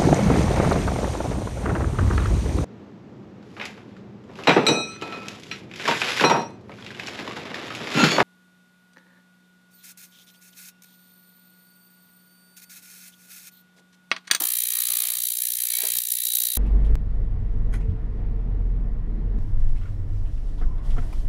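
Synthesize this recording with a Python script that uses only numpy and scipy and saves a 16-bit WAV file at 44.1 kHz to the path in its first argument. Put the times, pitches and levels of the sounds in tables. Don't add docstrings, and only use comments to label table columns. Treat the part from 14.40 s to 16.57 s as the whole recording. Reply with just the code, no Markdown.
import sys
import numpy as np
from scipy import signal
from scipy.fft import rfft, irfft, next_fast_len
from scipy.io import wavfile

SR = 44100
rng = np.random.default_rng(int(sys.argv[2]) if len(sys.argv) > 2 else 0)


def inscribe(sig):
    pcm = np.round(np.clip(np.atleast_2d(sig).T, -1, 1) * 32767)
    wavfile.write(sys.argv[1], SR, pcm.astype(np.int16))


N = 95829
T = np.arange(N) / SR

# [multiple of mains, level/dB]
HUM_HARMONICS = [(1, -87), (5, -88), (13, -79.5)]
# [f/Hz, level/dB]
AIR_SPECTRUM = [(20, 0), (70, -3), (200, -11), (500, -18), (1500, 0), (8000, -24)]
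# [t/s, level/dB, starting f/Hz]
PLOP_EVENTS = [(.009, -38, 289), (.013, -36.5, 697), (1.409, -49.5, 652), (1.432, -38.5, 392),
               (1.440, -41, 603)]
# [t/s, level/dB]
TOUCH_EVENTS = [(.003, -28.5), (0.367, -47.5), (1.336, -44), (1.408, -52), (1.432, -35), (1.554, -45.5)]
# [f/Hz, level/dB]
TOUCH_SPECTRUM = [(100, -72), (260, -5), (700, 1.5), (1000, 2), (1300, -5), (1600, -2), (2250, -7),
                  (3000, -12), (6000, -4)]
# [t/s, level/dB, width/s]
SCRAPE_EVENTS = [(0.528, -54, .05), (0.697, -53.5, 0.071), (1.428, -48.5, 0.053)]
# [f/Hz, level/dB]
SCRAPE_SPECTRUM = [(100, -20), (300, 1.5), (430, -4.5), (680, 3.5), (950, 0), (1500, -2), (2270, 9.5),
                   (2700, -24), (6000, -32)]
# [t/s, level/dB, bell width/s]
BUMP_EVENTS = [(0.466, -67, .012), (0.524, -52.5, 0.0078), (0.791, -59.5, 0.021), (1.167, -67.5, 0.018),
               (1.46, -61, 0.012), (1.546, -54, 0.028)]
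# [f/Hz, level/dB]
BUMP_SPECTRUM = [(25, -17), (60, -8), (120, 10.5), (200, -1), (330, -10), (600, -25), (2000, -61)]
# [t/s, level/dB, f/Hz, t60/s]
PING_EVENTS = [(.012, -52.5, 298.2, 0.55), (1.337, -32, 2236, 0.055), (1.435, -46, 302, .15)]
# [f/Hz, level/dB, t60/s]
MODES = [(1690, -7, .018), (1830, 1, .02), (2290, -1, .022), (2520, -4, .02), (2800, -2, .022),
         (3180, 5, .03), (3900, 6, .014), (4230, 5, .014), (4650, 4, .014)]
# [t/s, level/dB]
RING_OVER_TIME = [(0.0, -43), (0.56, -36.5), (1.0, -43), (1.29, -46), (1.3, -37), (1.53, -38.5),
                  (1.63, -46), (1.86, -37.5), (2.15, -39.5), (2.17, -39)]
# [t/s, level/dB]
BUZZ_OVER_TIME = [(0.01, -40), (0.24, -43), (0.42, -37.5), (0.69, -39.5), (0.94, -51.5), (1.05, -45),
                  (1.15, -50.3), (1.2, -40.5), (1.25, -44), (1.42, -37.5), (1.55, -40.5), (1.64, -50.0),
                  (1.84, -46), (2.15, -45)]
# [t/s, level/dB]
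DRONE_OVER_TIME = [(0.01, -39.5), (0.26, -60), (0.39, -43), (0.46, -52), (0.5, -42), (0.77, -48.5),
                   (0.84, -58), (0.97, -67.5), (1.47, -47.5), (1.64, -59), (1.77, -88), (1.85, -59.5),
                   (2.15, -61.5)]
# [f/Hz, level/dB]
RATTLE_HIGH_SPECTRUM = [(2000, -46), (2900, -9), (3200, 2), (3400, -4), (3900, 6.5), (4200, 1), (4400, -1),
                        (4700, 2.5), (5100, -23.5), (7000, -43)]
# [f/Hz, level/dB]
RATTLE_LOW_SPECTRUM = [(500, -44), (1000, -20), (1500, -14.5), (1800, 1), (2050, -2), (2300, 2),
                       (2850, -6.5), (3600, -12.5)]
# [f/Hz, level/dB]
DRONE_SPECTRUM = [(60, -16), (200, -28), (300, -16), (500, -13), (750, -8), (950, -10), (1150, 2.5),
                  (1550, -3.5), (2200, -13)]
# [t/s, level/dB]
CAVITATION_OVER_TIME = [(0.01, -21.5), (0.27, -22.5), (0.41, -21), (0.94, -23), (1.07, -22.1), (1.1, -23.5),
                        (1.49, -21), (1.57, -22), (1.67, -25.8), (1.74, -22.4), (1.8, -24), (1.87, -20.5),
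                        (1.9, -23.5), (2.04, -19.5), (2.1, -23.5), (2.15, -22.5)]
# [t/s, gain/dB]
FLARE_EVENTS = [(.038, 2.5), (.105, 1), (.172, 1.5), (.272, 1), (.405, 0.7), (.538, 0), (.572, 1.5),
                (1.472, 1.5), (1.572, 3), (1.588, 3.5), (1.722, 3.5), (1.955, 3.5)]
# [f/Hz, level/dB]
HISS_SPECTRUM = [(300, -54), (1200, -38), (2300, -23), (4100, -13), (5300, -16.5), (6000, -9), (6300, -12),
                 (7400, -10), (8000, -10.5), (9500, -6), (9950, -2), (10250, -2.7), (10700, 0),
                 (11450, -3.7), (12450, -3), (12850, -1.3), (13300, -2.8), (13750, -2.8), (14700, -6.5),
                 (15700, -8.3)]

MAINS_HZ, FIRST_SWELL_S = 60.026, 0.0052
ROOM_T60_S, ROOM_DELAY_S = 0.16, 0.007
HISS_ROOM_DB, TANK_ROOM_DB, HANDLING_ROOM_DB = -14.5, -10, -5
AIR_DB, CUTOFF_HZ = -82, 15820
PLOP_RISE_PER_S, PLOP_ATTACK_S, PLOP_DECAY_S = 17.5, 0.0013, 0.011
TOUCH_ATTACK_S, TOUCH_DECAY_S = 0.002, 0.016
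SCRAPE_GRAINS_PER_S = 1100
RATTLE_HALF_S, RATTLE_LAG_S, RATTLE_TAIL_S, RATTLE_TAIL_DB = 0.0047, 0.0001, 0.009, -4.5
RATTLE_HIGH_DB, RATTLE_LOW_DB, DRONE_DB = -3, -4.5, -4.5
WHINE_HZ, WHINE_LEAD_S, WHINE_WIDTH_S, WHINE_DB = 3928, 0.0024, 0.0013, -2.5
KICK_LAG_S, KICK_DB, KICK_SPREAD = 0.003, -4.5, 0.17
BURST_WIDTH_S, BURST_SKIRT_S, SKIRT_LAG_S, SKIRT_DB = 0.0021, 0.0029, 0.00037, -2.5
SWITCH_ON_LEAD_S, SWITCH_RISE_S = 0.0048, 0.000083
COLLAPSES_PER_S, COLLAPSE_SPREAD_DB = 22000, 2.5
BURST_SPREAD_DB, BURST_PATCHY_DB, HISS_DB = 0.25, 0.9, -2


def from_db(db):
    return 10 ** (np.asarray(db) / 20)


def rms_one(x):
    return x / np.sqrt(np.mean(x ** 2) + 1e-20)


def level(rows):
    return from_db(np.interp(T, *np.transpose(rows)))


def bell(x, width):
    return np.exp(-.5 * (x / width) ** 2)


def noise():
    return rng.standard_normal(N)


def colour(x, spectrum):
    size = 2 * next_fast_len(N)
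    hz, db = np.transpose(spectrum)
    bins_hz = np.arange(size // 2 + 1) * SR / size
    gain = from_db(np.interp(np.log(bins_hz + 1), np.log(hz), db))
    cepstrum = irfft(np.log(gain))
    cepstrum[1:size // 2] *= 2
    cepstrum[size // 2 + 1:] = 0
    response = np.exp(rfft(cepstrum))
    return rms_one(irfft(rfft(x, size) * response)[:N])


def ring(kicks, hz, t60_s):
    radius = from_db(-60 / (t60_s * SR))
    w = 2 * np.pi * hz / SR
    return signal.lfilter([0, np.sin(w)], [1, -2 * radius * np.cos(w), radius ** 2], kicks + 1e-18)


def in_room(x, wet_db):
    t = T[:SR // 2]
    tail = rng.standard_normal(len(t)) * from_db(-60 * t / ROOM_T60_S) * (t > ROOM_DELAY_S)
    wet = signal.fftconvolve(x, tail / np.linalg.norm(tail))[:N]
    return (x + from_db(wet_db) * wet) / np.hypot(1, from_db(wet_db))


def background():
    hum = np.zeros(N)
    for multiple, db in HUM_HARMONICS:
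        turns = multiple * MAINS_HZ * T + rng.random()
        hum += from_db(db) * rms_one(np.sin(2 * np.pi * turns))
    return hum + from_db(AIR_DB) * colour(noise(), AIR_SPECTRUM)


def bumps():
    envelope = sum(from_db(db) * bell(T - s, width_s) for s, db, width_s in BUMP_EVENTS)
    return envelope * colour(noise(), BUMP_SPECTRUM)


def scrapes():
    envelope = sum(from_db(db) * bell(((T - s) / width_s) ** 2, 1) for s, db, width_s in SCRAPE_EVENTS)
    grains = noise() * (rng.random(N) < SCRAPE_GRAINS_PER_S / SR)
    return envelope * colour(grains, SCRAPE_SPECTRUM)


def touches():
    envelope = np.zeros(N)
    for s, db in TOUCH_EVENTS:
        attack = np.clip((T - s) / TOUCH_ATTACK_S, 0, 1)
        envelope += from_db(db) * attack * np.exp(-abs(T - s) / TOUCH_DECAY_S)
    return envelope * colour(noise(), TOUCH_SPECTRUM)


def pings():
    return sum(from_db(db) * ring(np.arange(N) == int(s * SR), hz, t60_s)
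               for s, db, hz, t60_s in PING_EVENTS)


def plops():
    out = np.zeros(N)
    for s, db, hz in PLOP_EVENTS:
        age = np.maximum(T - s, 0)
        envelope = (1 - np.exp(-age / PLOP_ATTACK_S)) * np.exp(-age / PLOP_DECAY_S)
        turns = hz * (age + .5 * PLOP_RISE_PER_S * age ** 2)
        out += 2 * from_db(db) * envelope * np.sin(2 * np.pi * turns)
    return out


def mains():
    turns = (T - FIRST_SWELL_S) * MAINS_HZ
    cycle = np.round(turns).astype(int)
    return cycle, (turns - cycle) / MAINS_HZ


def rattle(cycle, offset_s, spectrum, memory_s, rough):
    place = ((offset_s + .5 / MAINS_HZ) * SR).astype(int)
    pattern = rng.standard_normal((cycle[-1] + 1, place.max() + 1))
    keep = np.exp(-1 / (MAINS_HZ * memory_s))
    for k in range(1, len(pattern)):
        pattern[k] = keep * pattern[k - 1] + np.sqrt(1 - keep ** 2) * pattern[k]
    driven = np.exp(-((offset_s - RATTLE_LAG_S) / RATTLE_HALF_S) ** 8)
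    since_off_s = (offset_s - RATTLE_LAG_S - RATTLE_HALF_S) % (1 / MAINS_HZ)
    tail = from_db(RATTLE_TAIL_DB) * np.exp(-since_off_s / RATTLE_TAIL_S)
    chatter = pattern[cycle, place] + rough * noise()
    return colour(np.maximum(driven, tail) * chatter, spectrum)


def whine(offset_s):
    envelope = bell(((offset_s + WHINE_LEAD_S) / WHINE_WIDTH_S) ** 2, 0.48)
    return rms_one(envelope * np.sin(2 * np.pi * WHINE_HZ * offset_s))


def kicked_modes(cycle, offset_s):
    kicks = np.maximum(0, 1 - abs(offset_s - KICK_LAG_S) * SR)
    out = np.zeros(N)
    for k, (hz, db, t60_s) in enumerate(MODES):
        strength = 1 + KICK_SPREAD * rng.standard_normal(cycle[-1] + 1)
        out += (-1) ** k * from_db(db) * ring(kicks * strength[cycle], hz, t60_s)
    return rms_one(out)


def tank(cycle, offset_s):
    high_rattle = rattle(cycle, offset_s, RATTLE_HIGH_SPECTRUM, memory_s=0.19, rough=0.85)
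    low_rattle = rattle(cycle, offset_s, RATTLE_LOW_SPECTRUM, memory_s=0.14, rough=0.32)
    drone = from_db(DRONE_DB) * rattle(cycle, offset_s, DRONE_SPECTRUM, memory_s=0.98, rough=0.05)
    high = from_db(WHINE_DB) * whine(offset_s) + from_db(RATTLE_HIGH_DB) * high_rattle
    low = from_db(KICK_DB) * kicked_modes(cycle, offset_s) + from_db(RATTLE_LOW_DB) * low_rattle
    return level(RING_OVER_TIME) * high + level(BUZZ_OVER_TIME) * low + level(DRONE_OVER_TIME) * drone


def tint(x, cycle):
    centres_hz = np.linspace(0, SR / 2, 10)
    bins_hz, spectrum = np.fft.rfftfreq(N, 1 / SR), rfft(x)
    out = np.zeros(N)
    for centre_hz in centres_hz:
        weight = np.maximum(0, 1 - abs(bins_hz - centre_hz) / centres_hz[1])
        gain = from_db(BURST_PATCHY_DB * rng.standard_normal(cycle[-1] + 1))
        out += irfft(spectrum * weight, N) * gain[cycle]
    return out


def cavitation(cycle, offset_s):
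    burst_db = BURST_SPREAD_DB * rng.standard_normal(cycle[-1] + 1)
    for s, db in FLARE_EVENTS:
        burst_db[cycle[int(s * SR)]] += db
    skirt = from_db(SKIRT_DB) * bell(offset_s - SKIRT_LAG_S, BURST_SKIRT_S)
    switch_on = 1 + np.tanh((offset_s + SWITCH_ON_LEAD_S) / SWITCH_RISE_S)
    swell = (bell(offset_s, BURST_WIDTH_S) + skirt) * switch_on
    sizes = noise() * from_db(COLLAPSE_SPREAD_DB * noise())
    collapses = sizes * (rng.random(N) < COLLAPSES_PER_S / SR)
    bursts = collapses * swell * from_db(burst_db)[cycle]
    hiss = colour(tint(bursts, cycle), HISS_SPECTRUM)
    return from_db(HISS_DB) * level(CAVITATION_OVER_TIME) * hiss


def scene():
    cycle, offset_s = mains()
    hand = in_room(plops() + pings() + touches() + scrapes() + bumps(), HANDLING_ROOM_DB)
    body = in_room(tank(cycle, offset_s), TANK_ROOM_DB)
    hiss = in_room(cavitation(cycle, offset_s), HISS_ROOM_DB)
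    return (background() + hand + body + hiss)[None]


def record(dry):
    taps = signal.firwin(801, CUTOFF_HZ, window=("kaiser", 9), fs=SR)
    return signal.fftconvolve(dry, taps[None], mode="same")


dry = scene()
out = record(dry)
inscribe(out)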